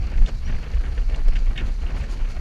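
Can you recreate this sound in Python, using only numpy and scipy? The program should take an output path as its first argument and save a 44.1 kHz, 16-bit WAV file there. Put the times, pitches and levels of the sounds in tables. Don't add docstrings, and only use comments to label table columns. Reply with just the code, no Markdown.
import sys
import numpy as np
from scipy import signal
from scipy.fft import rfft, irfft
from scipy.io import wavfile
from scipy.ndimage import uniform_filter1d

SR = 44100
rng = np.random.default_rng(int(sys.argv[2]) if len(sys.argv) > 2 else 0)


def transcribe(signal):
    frames = np.atleast_2d(signal).T
    limited = np.clip(frames, -1, 1)
    pcm = np.round(limited * 32767).astype(np.int16)
    wavfile.write(sys.argv[1], SR, pcm)


N = 106236

# t/s, shudder level/dB, drumming level/dB, rumble level/dB
FRAME_SHAKE = [(0.05, -18.5, -22, -37), (0.1, -29.5, -28, -43.5), (0.19, -9, -22, -30.5),
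               (0.285, -25, -29, -32), (0.4, -23.5, -37.5, -41), (0.5, -19.5, -27.5, -27.5),
               (0.56, -17, -28, -38), (0.65, -35.5, -35.5, -37), (0.78, -18.5, -24, -31.5),
               (0.82, -18, -26, -55), (0.88, -26.5, -25, -29.5), (0.93, -26, -24, -53),
               (1.16, -19.5, -25.5, -32.5), (1.21, -19.5, -40, -39), (1.3, -16.5, -19, -34),
               (1.36, -12, -36, -35.5), (1.46, -20.5, -38, -40.5), (1.5, -15.5, -25.5, -58),
               (1.56, -34.5, -31, -34.5), (1.66, -17.5, -25.5, -30), (1.76, -23, -39, -47),
               (1.85, -25, -22.5, -33.5), (1.88, -22.5, -43, -39.5), (1.999, -25, -23.5, -30),
               (2.11, -28, -32, -43.5), (2.17, -19, -26.5, -40), (2.36, -23, -37, -37)]
# t/s, shudder level/dB, drumming level/dB, rumble level/dB
FRAME_SHAKE_AT_START = [(0, -20, -24, -35)]
# f/Hz, relative density level/dB
RUMBLE_SPECTRUM = [(60, 5), (80, -6), (100, -9), (130, -11), (170, -19), (240, -18.5)]
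# t/s of the trough, peak level/dB, f/Hz
FRAME_BOUNCES = [(.22, -4, 26.7), (.758, -11, 41.8), (0.795, -11, 40.3), (1.285, -5, 25.5),
                 (1.372, -12.5, 34.5), (2.223, -13, 28.8)]
BOUNCE_RISE_CYCLES, BOUNCE_FALL_CYCLES = 0.677, 0.85
SHUDDER_HZ, SHUDDER_WIDTH_HZ, SHUDDER_WANDER = 26.9, 14.1, 0.2116
DRUM_HZ, DRUM_WIDTH_HZ, DRUM_WANDER = 47, 20.3, 0.2


def frame():
    t = np.arange(N) / SR
    shake = FRAME_SHAKE_AT_START + FRAME_SHAKE
    deep = shudder(SHUDDER_HZ, SHUDDER_WIDTH_HZ, SHUDDER_WANDER, rough=0.62) * curve(shake, axis=1)
    drum = shudder(DRUM_HZ, DRUM_WIDTH_HZ, DRUM_WANDER, rough=1.01) * curve(shake, axis=2)
    rumble = coloured(RUMBLE_SPECTRUM, flicker_db=0.42) * curve(shake, axis=3)
    calm, bounce = 1, 0
    for at, db, hz in FRAME_BOUNCES:
        since = t - at
        reach_cycles = np.where(since < 0, BOUNCE_RISE_CYCLES, BOUNCE_FALL_CYCLES)
        env = np.exp(-(since * hz / reach_cycles) ** 2)
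        calm = calm * (1 - np.sqrt(env))
        bounce = bounce - undb(db) * env * np.cos(2 * np.pi * hz * since)
    return (deep + drum) * calm + bounce + rumble


def shudder(hz, width_hz, wander, rough):
    wandering_hz = hz * (1 + wander * walk(22))
    tone = np.sqrt(2) * np.sin(2 * np.pi * np.cumsum(wandering_hz) / SR)
    blur = band(band(rng.standard_normal(N), hz, width_hz), hz, 2 * width_hz)
    return unit(tone + rough * unit(blur))


# f/Hz, relative level/dB, decay by 60 dB t/s
HOUSING_MODES = [(1502, -0.5, 0.016), (1806, 4, 0.012), (2233, -3, 0.022), (2540, 1, 0.0065),
                 (2824, -2.5, 0.016), (3060, -4.5, 0.014), (3673, -4, 0.014), (4184, 9.5, 0.0066),
                 (4760, 1, 0.021), (5310, 2, 0.0094), (5984, -3, 0.03), (6810, -0.5, 0.013),
                 (7920, -5.5, 0.012), (9300, -3.5, 0.0034)]
# start t/s, peak level/dB, centre f/Hz, width f/Hz,
# treble level/dB against the peak, low knock peak level/dB, length t/s
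RATTLE_EVENTS = [(0.064, -46.5, 1500, 496, 6.5, -49, 0.006), (0.113, -39, 2300, 2500, -7.5, -35.5, 0.0053),
                 (0.131, -38, 1880, 1990, -25, -62, 0.018), (0.171, -34, 2330, 1200, -17, -55, 0.0091),
                 (0.257, -29.5, 3400, 1230, -6.5, -55, 0.0062), (0.268, -37, 2380, 2500, 1, -37, 0.019),
                 (.461, -35.5, 2700, 600, -25, -60, 0.0046), (0.47, -33.5, 2020, 1790, -18, -42, 0.028),
                 (0.52, -34, 2190, 2000, -22, -39, 0.0039), (0.56, -35.5, 2180, 500, -24, -49, 0.0063),
                 (0.58, -39, 1480, 400, -20, -61, 0.011), (0.625, -36, 2320, 1200, -22, -43.5, 0.011),
                 (0.651, -40.5, 1900, 2000, -24, -48, 0.016), (0.732, -35, 2380, 2200, -15, -36, 0.0078),
                 (.833, -32.5, 2000, 1400, -29, -36.5, 0.0044), (0.848, -32.5, 1910, 2000, -18, -63, 0.015),
                 (0.971, -30.5, 1890, 2560, -20, -35.5, 0.009), (1.01, -44.5, 2820, 400, -25, -62, 0.011),
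                 (1.09, -34.5, 2560, 900, -13, -41, 0.0077), (1.105, -36.5, 2140, 1500, -22, -36, 0.023),
                 (1.143, -31, 2760, 1500, -15, -69, 0.0018), (1.157, -48.5, 3000, 2000, 12.5, -50, .003),
                 (1.278, -35.5, 2180, 2400, 1, -30.5, 0.0066), (1.35, -27.5, 2500, 1500, -12.5, -55, 0.013),
                 (1.381, -51, 3300, 1500, 11, -58, 0.012), (1.455, -38, 2450, 900, -23, -46, 0.019),
                 (1.554, -31, 2800, 1800, -19, -48, 0.013), (1.571, -20.5, 2800, 2040, -14.5, -53, 0.0089),
                 (1.585, -28, 2680, 1500, -15, -65, 0.0089), (1.596, -30, 1870, 1500, -30, -49, 0.01),
                 (1.656, -41, 2900, 2000, -8, -47, 0.044), (1.803, -43.5, 2880, 700, -3, -62, 0.018),
                 (1.86, -34.5, 2750, 605, -26, -55, 0.0037), (1.877, -39, 2820, 500, -25, -57, 0.0044),
                 (1.901, -41, 1690, 1200, -3, -60, 0.0069), (2.007, -35.5, 2610, 1000, -14, -55, 0.0075),
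                 (2.02, -33, 1920, 1200, -10, -36.5, 0.018), (2.195, -40, 1740, 1500, -22, -38, 0.0088),
                 (2.25, -49, 2600, 1210, -19, -60.5, 0.012)]
RATTLE_CLICKS_PER_S, RATTLE_SCATTER_DB = 3200, 4.5
RATTLE_RISE_S, RATTLE_TAIL = 0.005, 0.74
KNOCK_HZ, KNOCK_WIDTH_HZ = 510, 293
TREBLE_FROM_HZ, CONTACT_HZ = 3800, 9000
SMALL_PER_S, SMALL_DB, SMALL_SCATTER_DB = 80, -57, 1.5


def rattles():
    out, size = np.zeros(N + SR), SR // 5
    t = np.arange(size) / SR
    mids = [mode for mode in HOUSING_MODES if mode[0] < TREBLE_FROM_HZ]
    highs = [mode for mode in HOUSING_MODES if mode[0] >= TREBLE_FROM_HZ]
    soft = signal.butter(2, CONTACT_HZ, fs=SR, output="sos")
    for at, db, hz, width_hz, treble_db, knock_db, length in RATTLE_EVENTS:
        length = max(length, .002)
        decay = np.exp(-np.maximum(t - length, 0) / (RATTLE_TAIL * length))
        env = decay * np.minimum(t / RATTLE_RISE_S, 1)
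        chance, side = rng.random((size, 2)).T
        clicks = (chance < RATTLE_CLICKS_PER_S / SR) * np.sign(side - .5) * env
        clicks = clicks * undb(RATTLE_SCATTER_DB * rng.standard_normal(size))
        clicks[int(RATTLE_RISE_S * SR)] = 1
        clicks = signal.sosfilt(soft, clicks)
        body = peak_one(band(band(ring(clicks, mids), hz, width_hz), hz, 2 * width_hz))
        treble = undb(treble_db) * peak_one(ring(clicks, highs))
        thud = env * rng.standard_normal(size)
        knock = peak_one(band(band(thud, KNOCK_HZ, KNOCK_WIDTH_HZ), KNOCK_HZ, KNOCK_WIDTH_HZ))
        i = int(at * SR)
        out[i:i + size] += undb(db) * (body + treble) + undb(knock_db) * knock
    small_levels = undb(SMALL_DB + SMALL_SCATTER_DB * rng.standard_normal(N))
    small = (rng.random(N) < SMALL_PER_S / SR) * small_levels
    return out[:N] + ring(signal.sosfilt(soft, small), HOUSING_MODES)


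# t/s, low roar level/dB, mid roar level/dB
WHEEL_ROLL = [(0.08, -45.5, -50), (0.16, -41.5, -48), (0.26, -48, -54.5), (0.29, -37, -44.5),
              (0.31, -46.5, -58.5), (0.38, -51.5, -56.5), (0.47, -43.5, -47.5), (0.64, -44, -50),
              (0.65, -43, -48.5), (0.99, -43.5, -52), (1.04, -49.5, -54.5), (1.18, -39.5, -49),
              (1.23, -49.5, -52.5), (1.285, -40.5, -46.5), (1.44, -48, -52), (1.56, -42.5, -50.5),
              (1.61, -38, -47.5), (1.77, -49, -55), (1.85, -42, -48.5), (2.04, -42, -49.5),
              (2.36, -46.5, -50.5)]
# t/s, low roar level/dB, mid roar level/dB
WHEEL_ROLL_AT_START = [(0, -44, -50)]
# f/Hz, relative density level/dB
LOW_ROAR_SPECTRUM = [(76, -55), (130, -1.5), (422, -11.5), (507, -11), (550, -16.5), (591, -13.5),
                     (1290, -22.5), (1500, -20), (1950, -23.5), (3300, -120)]
MID_ROAR_SPECTRUM = [(600, -5.5), (900, -3.5), (1340, -0.5), (1770, -5), (2240, 1), (2800, -3),
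                     (3330, -8.5), (3800, -14.5)]
HISS_SPECTRUM = [(3000, -16), (3700, -8), (4200, 0), (4500, -2), (4760, -1), (5000, -8), (5700, -7),
                 (6800, -10), (7700, -18), (9500, -18), (12700, -24), (15000, -37)]
HISS_DB, ROAR_FLICKER_DB = -57, 1
GRAIN_DB, GRAIN_PER_S = 2.5, 100


def wheels():
    roll = WHEEL_ROLL_AT_START + WHEEL_ROLL
    low = coloured(LOW_ROAR_SPECTRUM, ROAR_FLICKER_DB) * curve(roll, axis=1)
    mid = coloured(MID_ROAR_SPECTRUM, ROAR_FLICKER_DB) * curve(roll, axis=2)
    grit = undb(GRAIN_DB * walk(GRAIN_PER_S))
    hiss = coloured(HISS_SPECTRUM, flicker_db=1.1) * undb(HISS_DB)
    return (low + mid) * grit + hiss


# t/s of the middle, length t/s, level/dB
SWISH_EVENTS = [(0.605, 0.044, -60), (1.672, 0.043, -54), (1.983, 0.06, -51), (2.122, 0.058, -48),
                (2.312, 0.05, -51)]
# f/Hz, relative density level/dB
SWISH_SPECTRUM = [(3000, -12), (4500, 0), (5200, -8), (6800, -5), (8000, -17), (10000, -16), (14500, -30)]


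def swishes():
    t, swell = np.arange(N) / SR, 0
    for at, length, db in SWISH_EVENTS:
        swell = swell + undb(db) * np.exp(-(2 * (t - at) / length) ** 2)
    return coloured(SWISH_SPECTRUM, flicker_db=0.91) * swell


# start t/s, length t/s, start f/Hz, end f/Hz, level/dB at the middle
SQUEAK_EVENTS = [(0.438, 0.068, 5500, 6000, -56.5), (0.51, 0.051, 6150, 6050, -66),
                 (0.35, .047, 5550, 5200, -69)]
SQUEAK_WOBBLE, SQUEAK_ROUGH_DB = .016, 4


def squeaks():
    t, out = np.arange(N) / SR, 0
    for at, length, start_hz, end_hz, db in SQUEAK_EVENTS:
        progress = np.clip((t - at) / length, 0, 1)
        hz = (start_hz + (end_hz - start_hz) * progress) * (1 + SQUEAK_WOBBLE * walk(400))
        level = undb(db + SQUEAK_ROUGH_DB * walk(201))
        arch = np.sqrt(2 * np.sin(np.pi * progress))
        out = out + level * arch * np.sin(2 * np.pi * np.cumsum(hz) / SR)
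    return out


def undb(db):
    return 10 ** (np.asarray(db) / 20)


def unit(x):
    return x / np.sqrt(np.mean(x ** 2))


def peak_one(x):
    return x / np.abs(x).max()


def curve(table, axis):
    rows = np.array(table)
    return undb(np.interp(np.arange(N) / SR, rows[:, 0], rows[:, axis]))


def walk(rate):
    hold = int(SR / rate)
    steps = np.repeat(rng.standard_normal(N // hold + 1), hold)
    slewed = uniform_filter1d(uniform_filter1d(steps, hold), hold)[:N]
    return slewed / slewed.std()


FLICKER_PER_S = 20


def coloured(table, flicker_db):
    hz, db = np.array(table, float).T
    f = np.arange(N // 2 + 1) * SR / N + 1e-3
    spec = rfft(rng.standard_normal(N)) * undb(np.interp(np.log(f), np.log(hz), db))
    edges = np.geomspace(hz[0], hz[-1], num=int(2 * np.log2(hz[-1] / hz[0])) + 2)
    out = np.zeros(N)
    for low, high in zip(edges[:-1], edges[1:]):
        part = irfft(spec * ((f >= low) & (f < high)), N)
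        out += part * undb(flicker_db * walk(FLICKER_PER_S))
    return unit(out)


def band(x, hz, width_hz):
    return signal.lfilter(*signal.iirpeak(hz, hz / width_hz, fs=SR), x)


def ring(x, modes):
    out = np.zeros(len(x))
    for k, (hz, db, t60) in enumerate(modes):
        decay = np.log(1000) / (max(t60, 1e-3) * SR)
        pole = np.exp(2j * np.pi * hz / SR - decay)
        out += (-1) ** k * undb(db) * signal.lfilter([1], [1, -pole], x).imag
    return out


def scene():
    return (frame() + rattles() + wheels() + swishes() + squeaks())[None, :]


TOP_HZ = 15200


def record(dry):
    return signal.sosfilt(signal.ellip(8, .2, 70, TOP_HZ, fs=SR, output="sos"), dry)


dry = scene()
out = record(dry)
transcribe(out)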